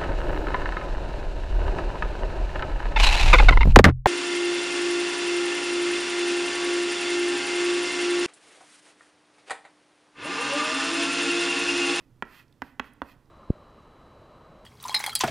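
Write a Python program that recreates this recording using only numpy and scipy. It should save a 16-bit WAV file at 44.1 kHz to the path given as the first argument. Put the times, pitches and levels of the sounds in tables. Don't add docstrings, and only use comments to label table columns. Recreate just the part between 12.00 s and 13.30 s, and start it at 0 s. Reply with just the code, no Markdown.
import sys
import numpy as np
from scipy import signal
from scipy.fft import rfft, irfft
from scipy.io import wavfile

SR = 44100
rng = np.random.default_rng(int(sys.argv[2]) if len(sys.argv) > 2 else 0)


def level_to_linear(level):
    exponent = np.asarray(level, float) / 20
    return 10 ** exponent


def generate_wav(signal):
    frames = np.transpose(np.atleast_2d(signal))
    scaled = np.clip(frames, -1, 1) * 32767
    pcm = np.round(scaled).astype(np.int16)
    wavfile.write(sys.argv[1], SR, pcm)


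N = 57330


def rms_one(x):
    return x / np.sqrt(np.mean(x ** 2) + 1e-20)


def outline(hz, points):
    points = np.array(points)
    return np.interp(np.log(hz), np.log(points[:, 0]), points[:, 1])


def colour(x, points):
    hz = np.arange(len(x) // 2 + 1) * SR / len(x) + 1
    return irfft(rfft(x) * level_to_linear(outline(hz, points)), len(x))


def resonate(x, hz, width_hz):
    r = np.exp(-np.pi * width_hz / SR)
    feedback = [1, -2 * r * np.cos(2 * np.pi * hz / SR), r * r]
    return signal.lfilter(np.array([1, 0, -1]) * (1 - r * r) / 2, feedback, x)


def resonate_twice(x, hz, width_hz):
    return resonate(resonate(x, hz, width_hz), hz, width_hz)


def place(out, s, sound):
    return out + np.pad(sound, (int(s * SR), N))[:N]


def slate_ring(bright_db, returns, t):
    # f/Hz, level/dB
    first_wave = [(60, -29), (250, -8.5), (900, 2.5), (1700, 0), (2600, -14.5), (4000, -31), (7000, -45.5),
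                  (16000, -52)]
    bending_delay_s = 0.001088
    dulling_db_per_s_khz = 511
    hz = np.arange(len(t) // 2 + 1) * SR / len(t) + 1
    shape_db = outline(hz, first_wave) + bright_db * np.log2(np.clip(hz / 1000, 1, 4))
    first = level_to_linear(shape_db) * np.exp(-4j * np.pi * bending_delay_s * np.sqrt(1000 * hz))
    paths = 1
    for lag, strength in returns:
        dulling = level_to_linear(-dulling_db_per_s_khz * lag * hz / 1000)
        paths = paths + strength * dulling * np.exp(-2j * np.pi * hz * lag)
    ring = irfft(first * paths, len(t)) / np.abs(irfft(first, len(t))).max()
    return ring * np.clip(t / 0.00037, 0, 1) * (t < 0.1)


def panel_boom(modes, t):
    boom = 0
    for hz, level_db, t60 in modes:
        rise_s = 0.0016 + 0.67 / max(hz, 250)
        swell = 1 - np.exp(-(t / rise_s) ** 2)
        boom = boom + level_to_linear(level_db - 60 * t / t60) * np.sin(2 * np.pi * hz * t) * swell
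    return boom


def chalk_edge(hz, t):
    crack = rng.standard_normal(len(t)) * level_to_linear(-60 * t / 0.0085)
    edge = resonate_twice(crack, hz, 3360) + level_to_linear(-12.5) * resonate(crack, 12700, 9100)
    return np.roll(edge, 22)


def taps():
    # t/s, peak level/dB, brightness/dB per octave, edge level/dB, edge f/Hz
    landings = [
        (0.2234, -17.5, 4, -20.5, 6400),
        (0.6193, -21.5, 4.5, -12.5, 4830),
        (0.7961, -18, 6, -12, 5340),
        (1.0178, -18, -5.5, -19.5, 3900),
    ]
    # delay/s, signed strength
    edge_returns = [
        [(.0011, 0.2), (.0022, 0.28), (.0041, 0.1), (.0063, 0.18), (.0076, 0.22), (.011, 0.14)],
        [(.0013, 0.093), (.0031, -0.63), (.0044, 0.2), (.0057, -0.62), (.0078, -0.22), (.012, 0.015)],
        [(.0010, 0.25), (.0021, 0.95), (.0035, 0.73), (.0045, 0.52), (.0079, .2), (.0118, 0.22)],
        [(.0010, 0.0015), (.0020, 0.36), (.0040, 0.14), (.0072, 0.25), (.009, -0.11), (.015, 0.22)],
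    ]
    # f/Hz, level/dB, time to fall 60 dB/s
    panel_modes = [
        [(232, -0.5, 0.022), (380, -12, 0.037), (35.3, -36.5, 0.38), (1027, -9, .025), (1341, -9.5, 0.04),
         (1937, -23, 0.059), (2360, -7.5, 0.013), (3207, -8, .012)],
        [(268.5, -6, 0.056), (65.5, -20.5, 0.11), (481, -15.5, 0.037), (955, 5.5, 0.012), (1595, -16, 0.057),
         (2020, -11.5, 0.032), (2740, -15, 0.021), (3280, -9, 0.0079)],
        [(257.6, -3.5, 0.038), (57, -23.5, 0.11), (399, -20, 0.055), (1084, -2.5, 0.016), (1588, -19, 0.052),
         (2547, 0, 0.015), (3305, 2.5, 0.0088), (3956, -10.5, 0.0099)],
        [(282.7, -6, 0.047), (64.8, -24, 0.2), (486, -49, 0.024), (1130, -7, 0.015), (1550, -20, 0.012),
         (1990, -18, .015), (2760, -19, 0.019), (3460, -8, 0.0083)],
    ]
    out, t = np.zeros(N), np.arange(8192) / SR
    for landing, returns, modes in zip(landings, edge_returns, panel_modes):
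        s, db, bright_db, edge_db, edge_hz = landing
        ring = slate_ring(bright_db, returns, t)
        boom = panel_boom(modes, t)
        edge = level_to_linear(edge_db) * chalk_edge(edge_hz, t)
        out = place(out, s, level_to_linear(db) * (ring + boom + edge))
    return out


def drags():
    # start t/s, rise/s, hold/s, fall/s, level/dB
    strokes = [
        (-.06, 0.026, 0.023, 0.068, -69.5),
        (0.246, 0.095, 0.058, 0.045, -60.5),
        (0.613, 0.027, 0.034, 0.071, -67.5),
        (0.821, 0.034, 0.01, 0.043, -65),
        (1.017, .07, 0.034, .035, -64.5),
    ]
    # f/Hz, level/dB
    scrape_colour = [(500, -16), (1300, 3), (2600, -18.5), (4500, -8), (6200, -18), (8300, -18.5),
                     (13300, -17.5), (15800, -21)]
    # f/Hz, width/Hz, level/dB
    squeaks = [(1935, 600, -0.5), (2526, 290, -3), (3100, 400, -12.5), (4050, 320, -34), (9540, 1300, -24)]
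    grit_per_s, grit_spread_db = 11000, 2.5
    press_range_db, dust_db, dust_range_db = 13.5, -14, 10

    t, press, speed, full = np.arange(N) / SR, 0, 0, 0
    for s, rise, hold, fall, db in strokes:
        shape = np.interp(t, np.cumsum([s, rise, hold, fall]), [0, 1, 1, 0])
        press = press + level_to_linear(db - press_range_db * (1 - shape)) * np.minimum(10 * shape, 1)
        full = full + shape
        speed = speed + np.clip((t - s) / (rise + hold / 2), 0, 1) * (shape > 0)

    hits = (rng.random(N) < grit_per_s / SR) * rng.choice([-1, 1], N)
    grit = hits * level_to_linear(grit_spread_db * np.minimum(rng.exponential(1, N), 4))
    scrape = rms_one(colour(grit, scrape_colour))
    squeal = sum(level_to_linear(db) * rms_one(resonate_twice(grit, hz, width)) for hz, width, db in squeaks)
    dust = level_to_linear(dust_db - dust_range_db * (1 - full)) * rms_one(resonate_twice(grit, 13240, 3200))
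    ridge = 0
    for k, hz in enumerate(np.linspace(1400, 2700, num=5)):
        share = np.clip(1 - np.abs(speed / 0.25 - k), 0, 1)
        ridge = ridge + share * rms_one(resonate(grit, hz, 600))
    return press * (scrape + 0.9 * squeal + level_to_linear(-4) * ridge + dust)


def ticks():
    # t/s, peak level/dB, centre f/Hz, width/Hz
    snaps = [
        (.008, -58, 1050, 300),
        (.2525, -63, 4500, 3000),
        (.482, -63, 4800, 2500),
        (.526, -57, 3400, 2600),
        (.5262, -64, 11000, 6000),
        (.8437, -44, 1500, 1200),
        (.9352, -53, 11500, 8000),
        (.9354, -63, 4500, 4000),
        (1.257, -67, 4800, 2500),
    ]
    snap_s = 0.001
    out, t = np.zeros(N), np.arange(400) / SR
    for s, db, hz, width in snaps:
        burst = rng.standard_normal(400) * t * np.exp(-t / snap_s)
        snap = resonate_twice(burst, hz, width)
        out = place(out, s - snap_s, level_to_linear(db) * snap / np.abs(snap).max())
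    return out


def room(x):
    # f/Hz, level/dB
    echo_colour = [(100, 1.5), (260, -1), (550, -0.5), (1000, -3.5), (1800, -1.5), (3200, -5.5),
                   (6000, -8.5)]
    t = np.arange(SR) / SR
    noise = rms_one(colour(rng.standard_normal(SR), echo_colour)) * np.clip((t - 0.003) / 0.0077, 0, 1)
    late, early = level_to_linear(-60 * t / 0.53), level_to_linear(-60 * t / 0.013)
    fade = level_to_linear(-18) * late / np.linalg.norm(late) + level_to_linear(-0.5) * early / np.linalg.norm(early)
    return signal.fftconvolve(x, noise * fade)[:N]


def air():
    # f/Hz, level/dB
    air_colour = [(20, -4.5), (130, -0.5), (250, -8), (500, -23), (1200, -25), (2400, -36.5), (7000, -38),
                  (16000, -41)]
    # f/Hz, width/Hz, level/dB
    duct_modes = [(26.5, 9.8, -71), (118.2, 21.5, -69), (265, 45, -69)]
    rush = level_to_linear(-64.5) * rms_one(colour(rng.standard_normal(N), air_colour))
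    noise = rng.standard_normal(N + SR)
    ducts = sum(level_to_linear(db) * rms_one(resonate(noise, hz, width)[SR:]) for hz, width, db in duct_modes)
    return rush + ducts


def scene():
    chalk = taps() + drags() + ticks()
    return np.tile(chalk + room(chalk) + air(), (2, 1))


def low_pass(x):
    return signal.sosfilt(signal.butter(12, 16440, fs=SR, output="sos"), x)


def record(dry):
    # f/Hz, level of left-right difference/dB
    pan_narrows = [(4000, 0), (8000, -2.5), (16000, -4)]
    hiss = level_to_linear(-105) * rng.standard_normal(dry.shape)
    left, right = dry * level_to_linear([[-2], [4]]) + hiss
    mid = (left + right) / 2
    side = colour((left - right) / 2, pan_narrows)
    top_cut = signal.cheby1(10, 1, 15500, fs=SR, output="sos")
    mix = signal.sosfilt(top_cut, [mid + side, mid - side])
    return low_pass(mix)


dry = scene()
out = record(dry)
generate_wav(out)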